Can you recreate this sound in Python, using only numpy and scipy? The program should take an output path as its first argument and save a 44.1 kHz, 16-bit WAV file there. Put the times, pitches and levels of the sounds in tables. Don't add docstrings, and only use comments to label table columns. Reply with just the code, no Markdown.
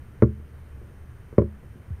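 import sys
import numpy as np
from scipy import signal
from scipy.fft import rfft, irfft
from scipy.io import wavfile
from scipy.ndimage import uniform_filter1d

SR = 44100
rng = np.random.default_rng(int(sys.argv[2]) if len(sys.argv) > 2 else 0)


def pcm_store(signal):
    levels = np.round(np.clip(np.atleast_2d(signal), -1, 1) * 32767)
    wavfile.write(sys.argv[1], SR, levels.astype(np.int16).T)


N = 88200

# (time [s], relative thump level [dB], contact [ms],
# relative clack level [dB], lens pose [0 tilted, 1 upright])
LENS_BLOWS = [(0.2239, 1, 2.49, 1.5, 0), (0.2333, 2.05, 2.77, -7, 0), (0.4, -38.5, 2.8, -47, 0),
              (0.815, -32, 2.73, -51, 0), (0.848, -39, 2.57, -51, 0), (1.328, -29.5, 2.8, -27.5, 0),
              (1.3373, -35, 4.7, -29.5, 0), (1.3832, 0.37, 2.23, -1.5, 1), (1.393, -3.5, 2.86, -15.5, 1),
              (1.42, -12, 2.39, -16.5, 1), (1.632, -37.5, 3.4, -36, 1), (1.756, -32.5, 3.67, -48, 1),
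              (1.775, -30, 4.54, -60, 1), (1.901, -34, 5.3, -57, 1)]
CLACK_LEAD_S = 0.0013


def amp(db):
    return 10 ** (np.asarray(db) / 20)


def unit(x):
    return x / np.sqrt(np.mean(abs(x) ** 2) + 1e-20)


def decay(t, t60):
    return np.exp(-np.log(1000) * t / t60)


def read(points, hz):
    f, value = np.transpose(points)
    return np.interp(np.log(hz + 1), np.log(f), value)


def add(mix, s, sound):
    part = mix[round(s * SR):][:len(sound)]
    part += sound[:len(part)]


def impulse(points, size=4096):
    hz = abs(np.fft.fftfreq(size, 1 / SR))
    log_gain = np.log(amp(read(points, hz)))
    spectrum = np.exp(np.conj(signal.hilbert(log_gain)))
    click = np.fft.ifft(spectrum).real[:size // 2]
    return click / np.linalg.norm(click)


def tones(table):
    out = np.zeros(N)
    for hz, db, width_hz in table:
        wander = uniform_filter1d(rng.standard_normal(N), size=220)
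        drift = np.sqrt(2 * np.pi * abs(width_hz) / SR) * wander
        phase = np.cumsum(2 * np.pi * hz / SR + drift)
        out += amp(db) * unit(np.sin(phase))
    return out


def background():
    # (frequency [Hz], relative density [dB per Hz])
    floor_shape = [(20, -10), (42, -12), (55, -11), (74, -0.5), (95, -11.5), (118, -5.5), (150, -16.5),
                   (260, -22), (430, -27), (780, -34), (1100, -33.5), (1650, -33.5), (2300, -40),
                   (3300, -49.5), (5000, -55), (6000, -52.5), (7800, -59), (9000, -47.5), (10000, -59.5),
                   (11500, -52.5), (14000, -56.5), (15700, -63)]
    floor_db, patch_db = -44.5, 0.7
    _, _, z = signal.stft(rng.standard_normal(N), SR, nperseg=512)
    patches = uniform_filter1d(rng.standard_normal(z.shape), size=9, axis=0)
    patches = unit(uniform_filter1d(patches, size=10, axis=1))
    noise = signal.istft(z * amp(patch_db * patches), SR)[1][:N]
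    gain = amp(read(floor_shape, np.fft.rfftfreq(N, 1 / SR)))
    return amp(floor_db) * unit(irfft(rfft(noise) * gain, N))


def hum():
    # (frequency [Hz], rms level before the swell [dB], line width [Hz])
    hum_tones = [(74.7, -49.5, 5), (118.7, -57.5, 7.4), (393, -71.5, 5), (459, -70, 3.7)]
    # (time [s], level [dB])
    swell = [(0, 0), (0.799, 3), (1.1, -6), (1.6, -2), (2, -1)]
    swell_db = np.interp(np.arange(N) / SR, *np.transpose(swell))
    return tones(hum_tones) * amp(swell_db)


def whine():
    # (frequency [Hz], rms level [dB], line width [Hz])
    whine_tones = [(3073, -81, 2), (9217, -82, 2), (12290, -84, 2), (15388, -90, 8)]
    return tones(whine_tones)


def clacks():
    # (frequency [Hz], relative density [dB per Hz])
    clack_shape = [(200, -3.5), (500, 14.5), (750, -9), (1100, 1.5), (1400, -9), (1600, -12), (2200, -11),
                   (2900, -33.5), (4200, -34), (5000, -44.5), (6000, -39.5), (8000, -52.5), (15000, -58.5)]
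    clack_db, ring_db, ring_t60_s = 3, -4.5, 0.056
    t, out = np.arange(SR // 4) / SR, np.zeros(N)
    click = impulse(clack_shape)
    for s, _, _, db, _ in LENS_BLOWS:
        ring = rng.standard_normal(len(t)) * decay(t, ring_t60_s)
        ring *= amp(ring_db) / np.linalg.norm(ring)
        ring[0] += 1
        clack = signal.fftconvolve(ring, click)
        add(out, s - CLACK_LEAD_S, amp(clack_db + db) * clack)
    return out


def barrel():
    # (frequency [Hz], level when tilted [dB], level when upright [dB]),
    # both levels relative to the clack level of the blow
    barrel_modes = [(892, -35.5, -35.5), (1008, -35.5, -24.5), (1110, -64, -33.5), (1175, -34.5, -56),
                    (1264, -42, -44), (1415, -33.5, -38), (1553, -42.5, -66), (2070, -45.5, -64),
                    (2054, -49, -67)]
    barrel_t60_s = 0.057
    t, out = np.arange(SR // 4) / SR, np.zeros(N)
    for s, _, _, db, upright in LENS_BLOWS:
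        pose = int(upright > 0.5)
        ring = np.zeros(len(t))
        for k, (hz, *levels) in enumerate(barrel_modes):
            sign = (-1) ** k
            ring += sign * amp(levels[pose]) * np.sin(2 * np.pi * hz * t)
        add(out, s - CLACK_LEAD_S, amp(db) * ring * decay(t, barrel_t60_s))
    return out


def thumps():
    # (frequency [Hz], 60 dB decay time [s],
    # relative level under the tilted lens [dB], relative level under the upright lens [dB])
    table_modes = [(76.56, 0.39, -19.5, -20.5), (109.3, 0.23, -21.5, -21.5), (124.4, .15, -13, -16),
                   (156, 0.091, -19.5, -9.5), (209, 0.31, -25.5, -22.5), (233.3, 0.069, -9, -7.5),
                   (330.2, 0.14, -20, -19.5), (355, 0.13, -10, -7.5), (408, 0.11, -15.5, -11.5),
                   (423.8, 0.25, -27.5, -33.5), (459.4, 0.064, -5.5, -7.5), (551.7, .13, -23, -6),
                   (581.4, 0.097, -6, -13.5)]
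    bass_cut_hz = 52.3
    t, out = np.arange(SR) / SR, np.zeros(N)
    rings = np.zeros((2, len(t)))
    for hz, t60, *levels in table_modes:
        for pose in (0, 1):
            rings[pose] += amp(levels[pose] - 60 * t / t60) * np.cos(2 * np.pi * hz * t)
    for s, db, contact_ms, _, upright in LENS_BLOWS:
        push = np.sin(np.pi * np.minimum(t * 1000 / contact_ms, 1)) ** 2
        thump = signal.fftconvolve(push / push.sum(), rings[int(upright > 0.5)])[:SR]
        add(out, s, amp(db) * thump)
    return signal.sosfilt(signal.butter(3, bass_cut_hz, "high", fs=SR, output="sos"), out)


def bump():
    start_s, length_s, level_db = 1.902, 0.064, -25.5
    first_hz, last_hz, settle_s = 163, 73, 0.011
    attack_s, release_s = 0.0082, 0.03
    t, out = np.arange(0, length_s, 1 / SR), np.zeros(N)
    hz = last_hz + (first_hz - last_hz) * np.exp(-t / settle_s)
    ramp = np.clip(np.minimum(t / attack_s, (length_s - t) / release_s), 0, 1)
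    level = np.sin(np.pi / 2 * ramp) ** 2
    thud = level * np.sin(2 * np.pi * np.cumsum(hz) / SR)
    add(out, start_s, -amp(level_db) * thud)
    return out


def room(x):
    # (frequency [Hz], 60 dB decay time [s])
    room_decay = [(100, 0.48), (400, 0.12), (1200, 0.22), (5000, 0.19)]
    room_db = -20.5
    hz, t, z = signal.stft(rng.standard_normal(SR // 2), SR, nperseg=256)
    t60 = read(room_decay, hz)[:, None]
    tail = signal.istft(z * decay(t, t60), SR)[1]
    return amp(room_db) * signal.fftconvolve(x, tail / np.linalg.norm(tail))[:N]


def scene():
    bed = background() + hum() + whine()
    knocks = clacks() + barrel() + thumps() + bump()
    return (bed + knocks + room(knocks))[None]


def record(dry):
    limit_db, recover_db_per_s, react_s = -13.5, 35, 0.12
    squeeze = 0.57
    edge_hz = 15770
    power = abs(uniform_filter1d(dry[0] ** 2, size=400))
    power_db = 10 * np.log10(power + 1e-12)
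    fall = np.arange(N) * recover_db_per_s / SR
    held_db = np.maximum.accumulate(power_db + fall) - fall
    over_db = np.maximum(held_db - limit_db, 0)
    keep = np.exp(-1 / (react_s * SR))
    smooth_over_db = signal.lfilter([1 - keep], [1, -keep], over_db)
    ducked = dry / amp(squeeze * smooth_over_db)
    low_pass = signal.firwin(1023, edge_hz, window=("kaiser", 9), fs=SR)
    return signal.oaconvolve(ducked, low_pass[None], "same")


dry = scene()
out = record(dry)
pcm_store(out)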